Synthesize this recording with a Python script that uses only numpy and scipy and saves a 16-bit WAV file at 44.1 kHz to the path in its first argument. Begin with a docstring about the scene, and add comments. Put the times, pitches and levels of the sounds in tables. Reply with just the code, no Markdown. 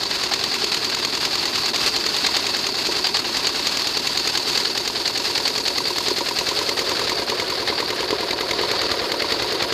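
"""An open pit, where a single-cylinder diesel drives a wet hammer mill at about ten firings a second.
Each cycle is a gear clatter, a combustion knock with an injector snap, an exhaust bark and a valve tick.
Under that beat, gravel hails on the mill's steel drum, the rotor hums and slurry fizzes in the sluice.
The listener turns away along the sluice, so the treble dulls and the boom off the earth banks grows."""
import sys
import numpy as np
from scipy import signal
from scipy.fft import rfft, irfft
from scipy.io import wavfile
from scipy.ndimage import uniform_filter1d

SR = 44100
rng = np.random.default_rng(int(sys.argv[2]) if len(sys.argv) > 2 else 0)


def bounce(signal):
    """Save signal as a 16-bit WAV file at the path given by the first command-line argument."""
    frames = np.transpose(np.atleast_2d(signal))
    limited = np.clip(frames, -1, 1)
    pcm = np.round(limited * 32767).astype(np.int16)
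    wavfile.write(sys.argv[1], SR, pcm)


N = 429093
TIME = np.arange(N) / SR

# fader for the boom off the earth banks: t/s, level/dB
BOOM_FADER = [(0, -51), (3, -64), (4.8, -46), (5.6, -37), (6.2, -40), (6.7, -31.5), (7.2, -32), (7.8, -33),
              (8.6, -31), (9.2, -29.5), (9.73, -31)]
# dull tone of that boom: f/Hz, relative level/dB
BOOM_EQ = [(60, -26), (200, -20.5), (290, -6), (365, 1.5), (450, 2), (500, -2), (565, -0.5), (625, -8.5),
           (690, -2), (830, -18.5), (1060, -14), (1400, -18), (3000, -34)]
# fader for the slurry in the sluice: t/s, level/dB
SLURRY_FADER = [(0, -66), (2, -56), (4, -61), (5.2, -52), (6.3, -45.5), (7.2, -50), (8, -50), (9.73, -51)]
# airy tone of its bubbles: f/Hz, relative level/dB
SLURRY_EQ = [(1000, -12), (3000, 0), (7000, -6), (9500, 4), (11500, -4), (13000, 3), (14500, -10)]
# hum of the mill's rotor: multiple of its speed, level/dB
ROTOR_HARMONICS = [(1, -63), (2, -55.5)]
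# load on the mill, heard as grinding: t/s, level/dB
MILL_LOAD = [(0, -25), (.7, -24), (.98, -27), (1.1, -24), (1.9, -23.5), (2.35, -24), (2.48, -25.5),
             (3.4, -24), (4.2, -26), (4.65, -24.5), (4.95, -30.5), (5.13, -26.5), (5.7, -27), (6.9, -25),
             (8.3, -24), (9.1, -22), (9.73, -23.5)]
# bright tone of gravel on steel: f/Hz, relative level/dB
MILL_EQ = [(150, -11), (700, -12.5), (1100, -7), (2300, -10), (2650, -10.5), (3100, -10), (3900, -5),
           (4550, -2), (5100, -5.5), (5800, -16), (6550, -15.5), (8000, -22), (11200, -30.5), (12800, -29)]
# low rumble of the drum: f/Hz, relative level/dB
RUMBLE_EQ = [(40, -27), (90, -29), (145, -9), (180, -8.5), (260, 0), (310, -1), (380, 3.5), (440, 3),
             (510, -16.5), (575, -4.5), (630, -6), (780, -5.5), (1500, -32)]
# bright drum modes, rung by pebbles: f/Hz, relative level/dB, t60/s
PING_MODES = [(3900, -10, 0.02), (4210, -13, 0.031), (4340, 2.5, 0.019), (4460, -2, 0.04), (4603, 1, 0.034),
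              (4720, -0.5, 0.027), (5060, -9, 0.031), (6660, -13, 0.017)]
# low drum modes, rung by clods: f/Hz, level/dB, t60/s
CLOD_MODES = [(392, -8, 0.041), (423, -9, 0.083), (523, -14, 0.022), (760, -30, .03)]
# wet clods dropping into the drum: t/s, level/dB
CLOD_HITS = [(0.638, -18), (2.887, -22), (6.114, -16), (8.127, -12.5), (8.59, -14)]
# larger stones shattering in the drum: t/s, level/dB
STONE_HITS = [(0.7163, -20), (3.195, -23), (4.3505, -22.5), (8.592, -26)]
# engine speed, held by the governor: t/s, firing rate/Hz
ENGINE_SPEED = [(0.0, 9.857), (1.0, 9.828), (1.8, 9.858), (2.4, 9.957), (2.9, 9.966), (3.6, 9.983),
                (4.2, 9.916), (4.6, 9.976), (5.2, 9.96), (6.0, 9.89), (6.5, 9.884), (7.0, 9.891),
                (7.5, 9.898), (8.4, 9.883), (9.2, 9.852), (9.73, 10.009)]
# tone of the exhaust's gas puff: f/Hz, relative level/dB
PUFF_EQ = [(200, -8), (600, -9.5), (1050, -19), (1400, -9), (2000, -5.5), (3000, -6), (4500, 4.5),
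           (5600, -9), (6600, -8), (9000, -28), (14000, -35)]
# hollow ring of the silencer: f/Hz, level/dB, t60/s
SILENCER_MODES = [(354, 2.5, 0.091), (562, -5, 0.11), (956, 3.5, .08), (1034, 2.5, 0.035),
                  (1050, -3, 0.045)]
# strokes where the exhaust barks out: t/s, accent/dB
BARK_ACCENTS = [(2.27, 7), (2.87, 9), (6.19, 10.5), (6.49, 7), (7.3, 5.5), (8.11, 4), (8.61, 3)]
# tone of the gear clatter: f/Hz, relative level/dB
CLATTER_EQ = [(200, -26), (550, -6.5), (790, -0.5), (1300, -10), (1700, -3.5), (2400, -5.5), (3400, -4),
              (4450, 5.5), (5100, -3), (5800, -14.5), (6600, -17), (9000, -26), (14000, -51)]
# ring of the gears: f/Hz, level/dB, t60/s
GEAR_MODES = [(777, -32, 0.051), (1045, -28.5, 0.025), (1635, -32, 0.057)]
# strokes where the gears rattle hard: t/s, accent/dB
CLATTER_ACCENTS = [(.34, 5.5), (.75, 4), (2.27, 6), (2.37, 5), (3.07, 5.5), (3.17, 5), (3.47, 3), (4.58, 4),
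                   (4.98, 5), (5.48, 4.5), (6.09, 3), (7.1, 2.5), (7.7, 4)]
# metallic tone of the knock: f/Hz, relative level/dB
KNOCK_EQ = [(150, -20.5), (450, -7.5), (750, -15), (1200, -5), (1550, -12.5), (2050, -5), (2450, -6.5),
            (3400, -7), (4500, 1), (5700, -12.5), (6600, -8), (8200, -20), (11000, -39.5), (13000, -27)]
# thud of the engine block: f/Hz, level/dB, t60/s
BLOCK_MODES = [(260, -41, 0.082), (385, -26.5, 0.026), (444, -35, 0.065), (469, -26, 0.028),
               (704, -53, 0.033), (1190, -42, 0.12), (2072, -36, 0.087)]
# low shove of the frame: f/Hz, level/dB, t60/s
FRAME_MODES = [(61.3, -42.5, 0.093), (109, -34.5, 0.08)]
# firings that slam or nearly miss: t/s, accent/dB
KNOCK_ACCENTS = [(.03, -2.5), (.14, -9), (.24, 2.5), (.34, 3), (2.27, 3), (2.37, 2), (2.57, -3),
                 (2.77, -11), (2.97, -5), (3.27, -10), (3.47, 3.5), (3.57, -13), (4.17, 2.5), (4.47, -8),
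                 (4.68, -15), (4.98, -8), (5.08, 0.5), (5.28, -12), (5.89, -10), (6.39, 2.5), (7.1, 3),
                 (7.2, -9), (7.6, -11), (7.7, -8), (8.51, 4), (8.61, -6), (8.72, 3), (8.82, 2.5),
                 (9.02, -7), (9.32, 4.5)]
# perspective as the listener turns: t/s, treble/dB, thump/dB (also lifts the bark), drum/dB
PERSPECTIVE = [(0, 2, -6.5, -1.5), (2, 3.5, -10, 1), (3.5, 3.5, -2, 0), (4.5, 5, -4, -0.5),
               (5.5, 5, -2, -1), (6.4, 3.5, 2, -2), (7.5, -5.5, 5, -16), (9.73, -31, 6, -12)]

FIRST_FIRING_S, FIRING_JITTER_S = .0346, .0004
# how hard a usual stroke hits, its scatter, and the dB it gains per dB of load or thump
KNOCK_DB, KNOCK_SCATTER_DB, KNOCK_PER_LOAD = -17, 1.13, .2
CLATTER_DB, CLATTER_SCATTER_DB, CLATTER_PER_LOAD = -23.5, 1.4, 0.55
BARK_DB, BARK_SCATTER_DB, BARK_PER_THUMP = -28.5, 1.4, 0.45
BARK_LAG_S, BARK_BUILD_CYCLES = .0192, 2.196  # the silencer's low modes speak later
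SURGE_DB, SURGES_PER_S = 1.0, 8  # the gravel tumbles unevenly
ROTOR_TURNS_PER_FIRING = 5.75
CUTOFF_HZ = 14250


def from_db(db):
    """Decibels to gain."""
    return 10 ** (np.asarray(db) / 20)


def unit_power(x):
    """Normalise to an RMS of 1."""
    return x / np.sqrt(np.mean(x ** 2) + 1e-20)


def automation(rows):
    """One curve per value column of a timed table, sample by sample."""
    times, *columns = np.transpose(rows)
    return [np.interp(TIME, times, column) for column in columns]


def drift(rate):
    """Random wander of unit power, gliding to `rate` new values a second."""
    knots = rng.standard_normal(N // 20)
    return unit_power(np.interp(TIME * rate, np.arange(len(knots)), knots))


def eq(x, curve):
    """Minimum-phase EQ: no pre-ring, and white noise keeps its power."""
    size = 4096
    hz, db = np.transpose(curve)
    grid_hz = np.maximum(np.arange(size // 2 + 1) * SR / size, 1)
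    gain = from_db(np.interp(np.log(grid_hz), np.log(hz), db))
    cepstrum = irfft(np.log(gain))
    response = irfft(np.exp(rfft(2 * cepstrum[:size // 2], size)))
    return signal.oaconvolve(x, response / np.linalg.norm(response))[:N]


def butterworth(x, hz, kind, order):
    """High-, low- or band-pass."""
    return signal.sosfilt(signal.butter(order, hz, kind, fs=SR, output="sos"), x)


def resonance(x, hz, width_hz):
    """One resonant band, unity gain at its peak."""
    return signal.lfilter(*signal.iirpeak(hz, hz / width_hz, fs=SR), x)


def clicks(times, db):
    """One impulse per event."""
    out = np.zeros(N)
    inside = (times >= 0) & (times < TIME[-1])
    out[(times[inside] * SR).astype(int)] = from_db(db)[inside]
    return out


def bursts(times, db, rise, hold, decay):
    """A rise-hold-decay envelope on every event, timed in seconds."""
    t = TIME[:SR // 8]
    shape = np.minimum(t / rise, 1) * np.exp(-np.maximum(t - rise - hold, 0) / decay)
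    return signal.oaconvolve(clicks(times, db), shape)[:N]


def grit(per_s, spread_db):
    """A hail of tiny impacts of uneven size; unit power."""
    size = from_db(spread_db * np.clip(rng.standard_normal(N), -2, 2))
    polarity = rng.choice([-1, 1], N)
    return unit_power(size * polarity * (rng.random(N) < per_s / SR))


def strike(times, db, modes, vary_db, jitter_s):
    """Each blow rings every mode with a strength and a tiny lag of its own."""
    out = np.zeros(N)
    for hz, level_db, t60 in modes:
        size, lag = rng.standard_normal((len(times), 2)).T
        blows = clicks(times + jitter_s * lag, db + level_db + vary_db * size)
        radius, angle = from_db(-60 / (t60 * SR)), 2 * np.pi * hz / SR
        feedback = [1, -2 * radius * np.cos(angle), radius ** 2]
        out += signal.lfilter([0, np.sin(angle)], feedback, blows + 1e-18)
    return out


def firing_times():
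    """The beat: one firing per engine cycle, each a hair early or late."""
    firing_hz, = automation(ENGINE_SPEED)
    cycles = np.cumsum(firing_hz) / SR
    cycles -= np.interp(FIRST_FIRING_S, TIME, cycles)
    fired = np.interp(np.arange(int(cycles[-1]) + 1), cycles, TIME)
    return fired + FIRING_JITTER_S * rng.standard_normal(len(fired))


def dynamics(fired, usual_db, scatter_db, accents):
    """Level of every stroke: the usual one, some scatter, and accents on the nearest firing."""
    db = usual_db + scatter_db * np.clip(rng.standard_normal(len(fired)), -2, 2)
    for time, accent_db in accents:
        db[np.argmin(np.abs(fired - time))] += accent_db
    return db


def earth_banks(fired):
    """The banks throw back every firing with the same dull tail, over a diffuse wash."""
    t = TIME[:SR // 4]
    tail = rng.standard_normal(len(t)) * np.exp(-t / 0.047)
    echoes = signal.oaconvolve(clicks(fired - .003, np.zeros(len(fired))), tail)[:N]
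    wash = eq(rng.standard_normal(N), BOOM_EQ)
    return from_db(-4.0) * unit_power(eq(echoes, BOOM_EQ)) + from_db(-0.1) * wash


def slurry():
    """Tiny bubbles burst on the muddy water, in fizzy flurries."""
    fizz_db, = automation(SLURRY_FADER)
    flurries = from_db(fizz_db + 4.1 * drift(rate=180))
    return flurries * eq(grit(per_s=5600, spread_db=6), SLURRY_EQ)


def rotor(fired):
    """The unbalanced rotor hums in step with the engine, its belt slipping a little."""
    firing_hz = np.interp(TIME, fired[1:], uniform_filter1d(1 / np.diff(fired), size=8))
    slip = 1 + 0.005 * drift(rate=3.08)
    phase = 2 * np.pi * np.cumsum(ROTOR_TURNS_PER_FIRING * firing_hz * slip) / SR
    return sum(from_db(db) * np.sqrt(2) * np.sin(k * phase) for k, db in ROTOR_HARMONICS)


def pebbles(per_s, spread_db):
    """Single pebbles flung at the drum, each pinging one of its bright modes; unit power."""
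    out = np.zeros(N)
    for mode in PING_MODES:
        times = TIME[rng.random(N) < per_s / len(PING_MODES) / SR]
        out += strike(times, 0, [mode], spread_db, jitter_s=0)
    return unit_power(out)


def stones():
    """Hard stones shatter in a bright crash."""
    crash = bursts(*np.transpose(STONE_HITS), rise=.001, hold=.0041, decay=.007)
    return eq(crash * grit(per_s=4000, spread_db=2.5), MILL_EQ)


def clods():
    """Soft clods ring only the drum's low modes."""
    thunk = strike(*np.transpose(CLOD_HITS), CLOD_MODES, vary_db=5.0, jitter_s=.0001)
    return from_db(0.5) * butterworth(thunk, hz=[240, 800], kind="band", order=2)


def mill(fired, grind_db, drum_db):
    """Gravel hails on the steel drum, which rings and rumbles; the engine's valve tick shares its EQ."""
    tick_db = rng.normal(-34.5, 1.8, len(fired))
    tick = bursts(fired + .0516, tick_db, rise=.0013, hold=.0025, decay=.0071)
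    gravel = from_db(grind_db - 4.0 + 2.34 * drift(rate=90)) * grit(per_s=5000, spread_db=2.0)
    hail = eq(gravel + tick * grit(per_s=3600, spread_db=1.5), MILL_EQ)
    pings = from_db(grind_db - 7.5) * pebbles(per_s=200, spread_db=2)
    # the shell's own ring and rumble carry only close to the drum
    shell = from_db(2.5) * resonance(hail, hz=2670, width_hz=104)
    shell += from_db(-7.5) * resonance(hail, hz=6470, width_hz=150)
    rumble = from_db(-35.0) * eq(rng.standard_normal(N), RUMBLE_EQ)
    return hail + pings + stones() + clods() + from_db(drum_db) * (shell + rumble)


def injector(fired, knock_db):
    """The injector needle snaps at each firing, a thin tick on top of the knock."""
    snap = bursts(fired - .0035, 0.59 * knock_db - 22.5, rise=.0024, hold=.0031, decay=.0012)
    return butterworth(snap * grit(per_s=6000, spread_db=3.5), hz=7500, kind="high", order=2)


def exhaust(fired, bark_db):
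    """The valve opens late in the power stroke: a puff of gas, and the silencer rings."""
    puff_db = rng.normal(-27.0, 0.96, len(fired))
    puff = bursts(fired + .016, puff_db, rise=.005, hold=.0045, decay=.009)
    # the silencer's volume evens out the pressure from stroke to stroke
    evened_db = .5 * (bark_db + uniform_filter1d(bark_db, size=5))
    bark = np.zeros(N)
    for hz, db, t60 in SILENCER_MODES:
        onsets = fired + BARK_LAG_S + BARK_BUILD_CYCLES / hz
        bark += strike(onsets, evened_db, [(hz, db, t60)], vary_db=0.64, jitter_s=.0003)
    gas = eq(puff * rng.standard_normal(N), PUFF_EQ)
    return gas + butterworth(bark, hz=220, kind="high", order=2)


def gears(fired, clatter_db):
    """Compression slows the flywheel, and the gear teeth rattle through their slack."""
    onsets = fired - .029 + rng.normal(0, .0004, len(fired))
    rattle = bursts(onsets, clatter_db - 0.8, rise=.0014, hold=.008, decay=.021)
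    clacks = from_db(2.2 * drift(rate=320))  # the teeth meet unevenly, milliseconds apart
    ring = strike(fired - .0235, 0, GEAR_MODES, vary_db=1.5, jitter_s=.00027)
    return eq(rattle * clacks * grit(per_s=6000, spread_db=0.5), CLATTER_EQ) + ring


def knock(fired, knock_db, thump_db):
    """Combustion slams the piston: a short metal crash, a thud in the block, a soft shove of the frame."""
    crash = bursts(fired - .004, knock_db - .5, rise=.0028, hold=.0015, decay=.0047)
    thud = strike(fired - .004, thump_db, BLOCK_MODES, vary_db=2.5, jitter_s=.0002)
    thud = butterworth(thud, hz=260, kind="high", order=3)
    shove = strike(fired - .010, 0.6 * thump_db, FRAME_MODES, vary_db=0.5, jitter_s=.00015)
    shove = butterworth(shove, hz=150, kind="low", order=2)
    metal = eq(crash * grit(per_s=6000, spread_db=1.0), KNOCK_EQ)
    return metal + thud + shove


def scene():
    """The mono mix: engine and mill up front, the sluice and the boom of the pit behind."""
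    fired = firing_times()
    treble_db, thump_curve_db, drum_db = automation(PERSPECTIVE)
    load_db, = automation(MILL_LOAD)
    boom_db, = automation(BOOM_FADER)
    # load makes the engine knock and rattle harder; the bark grows as the listener comes round to it
    strain_db = np.interp(fired, TIME, load_db - load_db.mean())
    thump_db = np.interp(fired, TIME, thump_curve_db)
    knock_db = dynamics(fired, KNOCK_DB + KNOCK_PER_LOAD * strain_db, KNOCK_SCATTER_DB, KNOCK_ACCENTS)
    clatter_db = dynamics(fired, CLATTER_DB + CLATTER_PER_LOAD * strain_db,
                          CLATTER_SCATTER_DB, CLATTER_ACCENTS)
    bark_db = dynamics(fired, BARK_DB + BARK_PER_THUMP * thump_db, BARK_SCATTER_DB, BARK_ACCENTS)
    grind_db = load_db + SURGE_DB * drift(rate=SURGES_PER_S)
    engine = knock(fired, knock_db, thump_db) + gears(fired, clatter_db)
    # the crankcase's hard midrange comes forward together with the boom
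    engine += from_db(boom_db + 25.0) * resonance(engine, hz=1900, width_hz=460)
    machine = engine + exhaust(fired, bark_db) + mill(fired, grind_db, drum_db)
    # a high shelf shades the top end as the listener turns
    body = butterworth(machine, hz=5500, kind="low", order=1)
    treble = from_db(treble_db) * (machine - body)
    boom = from_db(boom_db) * earth_banks(fired)
    return (body + treble + injector(fired, knock_db) + slurry() + boom + rotor(fired))[None]


def record(dry):
    """The microphone chain: deep bass rolled off, peaks rounded, a steep cut at the top."""
    thin = butterworth(dry, hz=50, kind="high", order=6)
    rounded = 0.89 * np.tanh(thin / 0.92)
    return signal.sosfilt(signal.ellip(12, .1, 100, CUTOFF_HZ, fs=SR, output="sos"), rounded)


dry = scene()
out = record(dry)
bounce(out)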